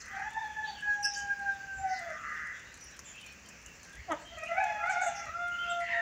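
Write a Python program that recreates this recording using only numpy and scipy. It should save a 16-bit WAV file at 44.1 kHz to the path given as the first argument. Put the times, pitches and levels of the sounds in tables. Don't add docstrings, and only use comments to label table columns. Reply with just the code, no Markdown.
import sys
import numpy as np
from scipy import signal
from scipy.fft import rfft, irfft, next_fast_len
from scipy.io import wavfile
from scipy.ndimage import uniform_filter1d

SR = 44100
rng = np.random.default_rng(int(sys.argv[2]) if len(sys.argv) > 2 else 0)


def wav_out(sig):
    wavfile.write(sys.argv[1], SR, np.round(np.clip(np.atleast_2d(sig).T, -1, 1) * 32767).astype(np.int16))


N = 265173
TIME = np.arange(N) / SR


def phrase(rooster, *held):
    # t/s, length/s, start f/Hz, middle f/Hz, end f/Hz, harmonic 1 level/dB,
    # harmonic 2 level/dB, harmonic 3 level/dB, tilt over the syllable/dB, roughness (0-1), rooster
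    syllables = [ (0.165, 0.12, 777, 829, 863, -43, -45, -59, -0.5, 0.57, "first"),
                 (0.369, 0.13, 882, 880, 850, -41, -44.5, -76, -7, 0.5, "first"),
                 (0.572, .075, 875, 857.6, 859.5, -43, -41, -65, 0, 0.26, "first"),
                 (0.678, 0.058, 840, 845, 821, -43, -56, -65, -1.5, 0.59, "first"),
                 (1.825, 0.12, 762, 754, 743.4, -36, -47.5, -62, 1.5, 0.11, "first"),
                 (1.992, .13, 694, 689, 628, -46, -56, -68, 5.5, 0.57, "first"),
                 (4.34, 0.12, 667, 631, 642.3, -48.5, -54, -51.5, 7, 0.54, "second"),
                 (4.51, 0.092, 671.3, 717.4, 790.5, -34.5, -40.5, -39.5, 7, 0.51, "second"),
                 (4.625, 0.038, 770, 730, 705, -35, -49, -52, -3.5, 0.45, "second"),
                 (4.678, 0.093, 723, 655.3, 636, -43.5, -59, -50, -6, 0.68, "second"),
                 (4.83, 0.071, 682.4, 714, 765, -40, -34, -40.5, 4, .5, "second"),
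                 (4.941, .075, 699, 711, 748, -37, -36, -41, 2, 0.37, "second"),
                 (5.039, 0.054, 711, 701, 684, -33.5, -39, -48, -4.5, 0.52, "second"),
                 (5.142, 0.15, 686.4, 693.6, 616, -53, -47, -49.5, 3.5, 0.98, "second"),
                 (4.61, 0.21, 843.4, 845.7, 838.3, -35.5, -38, -41, -7.5, 0.62, "answer"),
                 (4.815, 0.16, 833.6, 828, 836, -35.5, -52, -52, -1, 0.77, "answer"),
                 (5.031, 0.22, 827, 801, 816, -38.5, -52.5, -67, -13, 0.9, "answer")]
    slur_s = .016
    notes = [syllable(*row[:-1]) for row in syllables if row[-1] == rooster] + list(held)
    hz, rough, levels_db = (np.array(control) for control in zip(*notes))
    lead = levels_db.max(1).argmax(0)
    lead_hz = hz[lead, np.arange(N)]
    lead_rough = np.clip(rough[lead], 0, 1)
    slur = lambda x: uniform_filter1d(x, int(slur_s * SR))
    return slur(lead_hz), slur(lead_rough), np.maximum(levels_db.max(0), -100)


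def syllable(start, length, start_hz, middle_hz, end_hz, db1, db2, db3, tilt_db, rough):
    progress = np.clip((TIME - start) / length, 0, 1)
    hz = np.interp(progress, [0, .5, 1], [start_hz, middle_hz, end_hz])
    level_db = swell_db(start, start + length) + tilt_db * (progress - .5)
    return hz, rough, np.add.outer([db1, db2, db3], level_db)


def long_note(hold, fading):
    scoop_s = .045
    hz, scoop_hz, sag_hz_per_s, rough, third_db = hold
    start, end = fading[0][0], fading[-1][0]
    t = np.maximum(TIME - start, 0)
    db1, db2 = curves(fading)
    levels_db = np.array([db1, db2, db2 + third_db]) + swell_db(start, end)
    return hz - scoop_hz * np.exp(-t / scoop_s) - sag_hz_per_s * t, rough, levels_db


def swell_db(start, end):
    attack_db_per_s, release_db_per_s = 375, 328.5
    attack_db = attack_db_per_s * np.maximum(start - TIME, 0)
    release_db = release_db_per_s * np.maximum(TIME - end, 0)
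    return -attack_db - release_db


def crow(controls, upper, jitter, rasp, wet_db, upper_db, breath_db):
    press_db = 8
    hz, rough, levels_db = controls
    sounding = uniform_filter1d(1. * (levels_db.max(0) > -70), SR // 50)
    phase = 2 * np.pi * np.cumsum(hz * (1 + jitter * rough * wander(111.0))) / SR
    pressure = sounding * (1 + rasp * rough * wander(62))
    low = np.zeros(N)
    for k, db in enumerate(levels_db, 1):
        low += amp(db) * steady(yard(pressure * np.cos(k * phase), wet_db), 0.091)
    effort_db = uniform_filter1d(np.mean(levels_db[:2], 0), SR // 8)
    high = np.zeros(N)
    for k in range(len(levels_db) + 1, 10):
        harmonic_db = effort_db + upper_db + press_db * rough + at_hz(upper, k * hz)
        high += amp(harmonic_db) * np.cos(k * phase)
    breath = amp(effort_db + breath_db) * rough * resonance(rng.standard_normal(N), 1990, 1400)
    return low * sounding + yard(pressure * (high + breath), wet_db=5)


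def squawks(pulse_hz, jitter, breath):
    # t/s, lower throat level/dB before its lift, upper throat level/dB
    calls = [
        [(0.0, -70, -56.5), (0.19, -58.5, -43), (0.32, -96, -63)],
        [(1.85, -91, -53), (2.144, -54, -45), (2.21, -54.5, -72), (2.24, -49.5, -43), (2.468, -62.5, -43),
         (2.75, -97, -65.5)],
    ]
    low_lift_db = 6
    # f/Hz, width/Hz, level/dB within the group
    throat_low = [(1291, 215, 0)]
    throat_high = [(1560, 190, -5), (1790, 220, -1), (1990, 130, 0), (1850, 1000, -6)]
    turns = np.cumsum(pulse_hz * (1 + jitter * wander(70))) / SR
    pulses = unit(np.diff(np.floor(turns), prepend=0))
    drive = pulses + breath * rng.standard_normal(N)

    def ring(throat):
        return steady(unit(sum(amp(db) * resonance(drive, hz, width) for hz, width, db in throat)), 0.05)

    low, high = ring(throat_low), ring(throat_high)
    out = np.zeros(N)
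    for rows in calls:
        low_db, high_db = curves(rows)
        out += gate(rows) * (amp(low_db + low_lift_db) * low + amp(high_db) * high)
    return out


def whistled_lines(flutter_hz, side_db, far_side_db, near_above_db, twitter_per_s):
    # t/s, length/s, start f/Hz, end f/Hz, level/dB rms, flutter (share of the pitch)
    # mostly chirps; the rows at 1.887, 5.795, 5.878 and 5.905 s are tonal streaks of hoarse fowl squawks,
    # those at 4.236 and 4.37 s upper harmonics of the second rooster's crow, as faint whistling lines
    lines = [ (0, 0.029, 6400, 5900, -50, 0.14), (.63, 0.099, 3370, 3790, -54, 0.096),
             (0.662, 0.077, 4550, 4480, -53, 0.013), (0.738, 0.076, 3450, 2805, -53.5, 0.066),
             (1.025, 0.033, 5830, 4920, -37, 0.034), (1.043, 0.02, 5565, 5620, -29.5, 0.037),
             (1.133, 0.024, 6430, 4650, -41, 0.058), (1.142, 0.068, 6990, 6450, -47, 0.066),
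             (1.128, 0.1, 2975, 3130, -56.5, 0.024), (1.765, 0.072, 7350, 7220, -56, 0.016),
             (1.878, 0.12, 6350, 4320, -53, 0.11), (1.887, 0.17, 2012, 2024, -49.5, 0.017),
             (2.798, 0.087, 5860, 5760, -53.5, .02), (3.042, .09, 7200, 7000, -53, 0.03),
             (3.06, .07, 3600, 3150, -63, 0.023), (3.139, 0.056, 2550, 2680, -52.5, 0.042),
             (3.17, 0.084, 3250, 2900, -56.5, .03), (3.227, 0.074, 2554, 2453, -51.5, 0.029),
             (3.448, 0.026, 3150, 3060, -62, 0.013), (3.495, 0.046, 2570, 2570, -58.5, 0.031),
             (3.653, 0.052, 2850, 2700, -57.5, 0.026), (3.84, 0.12, 1556, 1624, -61, 0.03),
             (3.96, 0.056, 1860, 2330, -53, .04), (4.236, 0.15, 3146, 3187, -56, 0.019),
             (4.37, 0.13, 2504, 2488, -49, 0.025), (4.461, 0.037, 2710, 2795, -48.5, 0.034),
             (4.888, 0.063, 7436, 5850, -51, 0.1), (5.003, .1, 6990, 6700, -46.5, .08),
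             (5.145, 0.075, 6060, 5750, -49, 0.067), (5.51, 0.065, 2853, 2890, -52, .03),
             (5.579, 0.07, 3086, 3110, -46.5, 0.014), (5.618, .13, 2656, 2806, -50.5, 0.04),
             (5.668, 0.075, 3215, 3110, -48, .02), (5.681, .08, 3600, 3555, -55, 0.019),
             (5.695, 0.028, 7770, 7240, -50.5, 0.016), (5.852, 0.1, 2750, 2325, -48.5, 0.11),
             (5.795, 0.11, 2055, 1962, -41, 0.045), (5.878, 0.086, 2000, 1861, -37, 0.071),
             (5.905, 0.11, 1906, 1777, -35, 0.034)]
    # f/Hz, level/dB rms
    twitter = [(2300, -65), (3200, -65), (4500, -69), (6000, -65), (7500, -66)]
    out = np.zeros(N)
    for s, length, start_hz, end_hz, db, flutter in lines:
        overtone_db = side_db if db > near_above_db else far_side_db
        add(out, s, amp(db) * whistle(length, start_hz, end_hz, flutter, flutter_hz, overtone_db))
    lowest_hz, highest_hz = twitter[0][0], twitter[-1][0]
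    for when, height, glide, span in rng.random((int(twitter_per_s * N / SR), 4)):
        hz = lowest_hz * (highest_hz / lowest_hz) ** height
        end_hz = hz * (.85 + 0.18 * glide)
        call = whistle(.02 + 0.064 * span, hz, end_hz, 0.044, flutter_hz, far_side_db)
        add(out, when * N / SR, amp(at_hz(twitter, hz)) * call)
    return out


def whistle(length, start_hz, end_hz, flutter, flutter_hz, side_db):
    size = int(length * SR)
    hz = np.geomspace(start_hz, end_hz, size) * (1 + flutter * wander(flutter_hz, size))
    phase = np.pi * np.cumsum(hz) / SR
    sides = np.cos(phase) + np.cos(3 * phase) + np.cos(4 * phase) / 2
    voice = np.cos(2 * phase) + amp(side_db) * sides
    return unit(voice * signal.windows.tukey(size, .4))


def woof(jitter, mouth_width_hz, mouth_db, breath_db, dull_db):
    # t/s, pitch f/Hz, level/dB, mouth resonance f/Hz
    bark = [(4.078, 383, -61, 720), (4.088, 371, -40.5, 746), (4.103, 333.7, -34, 670),
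            (4.122, 319.7, -29, 1340), (4.136, 296, -34, 770), (4.15, 298, -38, 650),
            (4.165, 271, -61, 603)]
    # f/Hz, level/dB
    throat = [(320, -12), (650, -10.5), (1000, -15.5), (1300, -12.5), (1600, -21), (1950, -13.5),
              (2600, -32), (3200, -23.5), (4500, -48)]
    hz, level_db, mouth_hz = curves(bark)
    phase = 2 * np.pi * np.cumsum(hz * (1 + jitter * wander(171))) / SR
    slack = 1 - amp(level_db - level_db.max())

    def shape_db(f):
        mouth = mouth_db / (1 + ((f - mouth_hz) / mouth_width_hz) ** 2)
        return at_hz(throat, f) + mouth + dull_db * slack * abs(np.log2(f / mouth_hz))

    voice = np.zeros(N)
    for k in range(1, 13):
        voice += amp(shape_db(k * hz)) * np.cos(k * phase + 2 * np.pi * rng.random())
    breath = unit(colour(rng.standard_normal(N), lambda f: amp(at_hz(throat, f))))
    return gate(bark, fade=.004) * amp(level_db) * (steady(voice, 0.012) + amp(breath_db) * breath)


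def ticks(t60, width_hz, ring_db, snap_db, knock_db, faint_per_s, faint_db):
    # t/s, level/dB before the trims of ring, snap and knock, ring f/Hz
    strikes = [(0.8066, -58, 7540), (1.9904, -48.5, 7570), (2.2127, -69, 7640), (2.7417, -48, 6700),
               (2.8417, -54, 9900), (2.9922, -40, 6200), (3.263, -46, 6700), (3.488, -44, 7000),
               (3.662, -45, 6560), (3.8316, -49.5, 6800), (4.119, -43.5, 6800), (4.3843, -50, 6960),
               (4.436, -46, 6300), (4.64, -45, 6600)]
    t, out = TIME[:2048], np.zeros(N)
    decay = amp(-60 * t / t60)
    for s, db, hz in strikes:
        parts = [(hz, width_hz, ring_db), (10500, 5000, snap_db), (1500, 1200, knock_db)]
        tick = np.zeros(len(t))
        for f, width, part_db in parts:
            tick += amp(db + part_db) * resonance(rng.standard_normal(len(t)), f, width)
        add(out, s, decay * tick)
    faint = (rng.random(N) < faint_per_s / SR) * np.minimum(rng.exponential(1, N), 3)
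    bursts = signal.oaconvolve(faint, decay)[:N]
    return out + amp(faint_db) * bursts * resonance(rng.standard_normal(N), 6300, 7500)


def outdoors(hush_db, rumble_db, rumble_hz, rumble_width_hz, lumps_db):
    # f/Hz, relative density/dB per Hz
    hush_spectrum = [(59, -28.5), (100, 1), (219, 1.5), (307, -5), (556, -4), (814, -7.5), (1860, -4.5),
                     (2720, -3), (3160, -13.5), (3820, -16.5), (6220, -8.5), (7220, -9), (8550, -31.5),
                     (12800, -33.5), (15800, -28)]
    # f/Hz, width/Hz, level/dB rms before swelling
    humps = [(1720, 530, -63), (6100, 760, -71.5), (15000, 1000, -80)]
    # t/s, rise/dB
    bumps = [(.27, 7), (1.25, 7), (1.79, 16), (3.72, 7), (4.0, 14), (4.34, 10), (5.28, 10)]
    swell_depth_db, hump_swell_db, swell_hz = .5, 2, 7
    bump_s = 0.029

    noise = rng.standard_normal(N)
    hush = amp(hush_db) * unit(colour(noise, lambda f: amp(at_hz(hush_spectrum, f))))
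    for hz, width, db in humps:
        hush += amp(db + hump_swell_db * wander(swell_hz)) * resonance(rng.standard_normal(N), hz, width)

    def rumble_gain(f):
        hump = f ** 2 / (f ** 2 + rumble_hz ** 2) / np.hypot(1, 2 * (f - rumble_hz) / rumble_width_hz)
        return hump / (1 + (f / 170) ** 4)

    rumble = unit(colour(rng.standard_normal(N), rumble_gain))
    bumps_db = sum(db * np.exp(-.5 * ((TIME - s) / bump_s) ** 2) for s, db in bumps)
    level_db = rumble_db + bumps_db + lumps_db * wander(28.0)
    return hush * amp(swell_depth_db * wander(swell_hz)) + amp(level_db) * steady(rumble, 0.17)


def yard(x, wet_db):
    # f/Hz, t60/s
    decay_times = [(300, 0.57), (1500, 0.43), (3500, 0.38), (6000, 0.35), (12000, 0.032)]
    size, taps_per_s, first_echo_s = SR * 3 // 4, 2000, .004
    signs = rng.choice([-1., 1.], size)
    taps = signs * (rng.random(size) < taps_per_s / SR) * (TIME[:size] > first_echo_s)
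    hz, t, z = signal.stft(taps, SR, nperseg=256)
    decay = amp(-60 * t / at_hz(decay_times, hz)[:, None])
    tail = signal.istft(z * decay, SR, nperseg=256)[1]
    echo = signal.oaconvolve(x, tail / np.linalg.norm(tail))[:N]
    return (x + amp(wet_db) * echo) / np.hypot(1, amp(wet_db))


def amp(db):
    return 10 ** (np.asarray(db) / 20)


def unit(x):
    return x / np.sqrt(np.mean(abs(x) ** 2) + 1e-20)


def at_hz(points, hz):
    f, value = np.transpose(points)
    return np.interp(np.log(hz + 1), np.log(f), value)


def curves(rows):
    s, *columns = np.transpose(rows)
    return [np.interp(TIME, s, c) for c in columns]


def gate(rows, fade=0.045):
    start, end = rows[0][0], rows[-1][0]
    return np.interp(TIME, [start - fade, start, end, end + fade], [0, 1, 1, 0])


def colour(x, gain):
    size = next_fast_len(len(x))
    return irfft(rfft(x, size) * gain(np.fft.rfftfreq(size, 1 / SR)), size)[:len(x)]


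def resonance(x, hz, width):
    return unit(colour(x, lambda f: 1 / (1 + (2 * (f - hz) / width) ** 4)))


def wander(rate_hz, size=N):
    return unit(colour(rng.standard_normal(size), lambda f: 1 / (1 + (f / rate_hz) ** 4)))


def steady(x, span):
    return x / np.sqrt(abs(uniform_filter1d(abs(x) ** 2, int(span * SR) + 1)) + 1e-3)


def add(mix, s, sound):
    start = round(s * SR)
    sound = sound[max(-start, 0):]
    part = mix[max(start, 0):][:len(sound)]
    part += sound[:len(part)]


def scene():
    # f/Hz, level/dB relative to the mean of the lowest two, before upper_db and roughness
    first_upper = [(2400, -30), (3200, -34), (3480, -16), (3900, -34), (5350, -38), (5680, -23),
                   (6400, -30), (7000, -40)]
    second_upper = [(2500, -8), (2800, -17), (3300, -23), (3550, -14), (3900, -30), (6300, -27),
                    (7000, -38)]
    # pitch f/Hz, scoop/Hz, sag/Hz per s, roughness (0-1),
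    # harmonic 3 level/dB relative to harmonic 2
    first_hold = (835, 0, 59, .08, -32)
    second_hold = (707, 60, 31, .1, -19)
    # t/s, harmonic 1 level/dB, harmonic 2 level/dB
    first_fading = [(0.8, -81, -47.5), (0.88, -38.5, -30), (0.944, -56.5, -31.5), (1.002, -38.5, -45.5),
                    (1.056, -41.5, -32.5), (1.138, -43.5, -60), (1.172, -47, -39.5), (1.26, -41, -41.5),
                    (1.32, -46.5, -28.5), (1.378, -56, -44.5), (1.418, -42.5, -43.5), (1.498, -38, -30.5),
                    (1.542, -53, -47.5), (1.78, -58, -44.5)]
    second_fading = [(5.3, -63.5, -44.5), (5.418, -40.5, -34), (5.586, -64, -35.5), (5.714, -38.5, -35.5),
                     (5.836, -36, -41.5), (5.862, -47, -51.5), (5.988, -36.5, -47), (6.01, -43.5, -47)]

    first = crow(phrase("first", long_note(first_hold, first_fading)), first_upper,
                 jitter=.04, rasp=.55, wet_db=-7, upper_db=-3, breath_db=-15)
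    second = crow(phrase("second", long_note(second_hold, second_fading)), second_upper,
                  jitter=.02, rasp=1.0, wet_db=-10, upper_db=-7.5, breath_db=-9.5)
    answer = crow(phrase("answer"), first_upper,
                  jitter=.011, rasp=.5, wet_db=-7, upper_db=-6, breath_db=-10)
    roosters = yard(amp(1.16) * first + amp(0.3) * second + amp(-3.0) * answer, wet_db=-15)
    fowl = yard(squawks(pulse_hz=155, jitter=.035, breath=.18), wet_db=-3)
    bird_calls = yard(whistled_lines(flutter_hz=303, side_db=-19.0, far_side_db=-25.5,
                                     near_above_db=-41, twitter_per_s=24), wet_db=-4)
    dog = yard(woof(jitter=0.016, mouth_width_hz=60, mouth_db=11.5, breath_db=-18, dull_db=-7.0), wet_db=-16)
    near = yard(ticks(t60=.036, width_hz=1900, ring_db=-.5, snap_db=-13.5, knock_db=-8.5,
                      faint_per_s=30, faint_db=-65), wet_db=-14)
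    air = outdoors(hush_db=-55.9, rumble_db=-64, rumble_hz=62, rumble_width_hz=16, lumps_db=2.3)
    return (roosters + fowl + bird_calls + dog + near + air)[None]


def record(dry):
    edge_hz = 15850
    lowpass = signal.firwin(511, edge_hz, window=("kaiser", 9), fs=SR)
    return signal.oaconvolve(dry, lowpass[None], "same")


dry = scene()
out = record(dry)
wav_out(out)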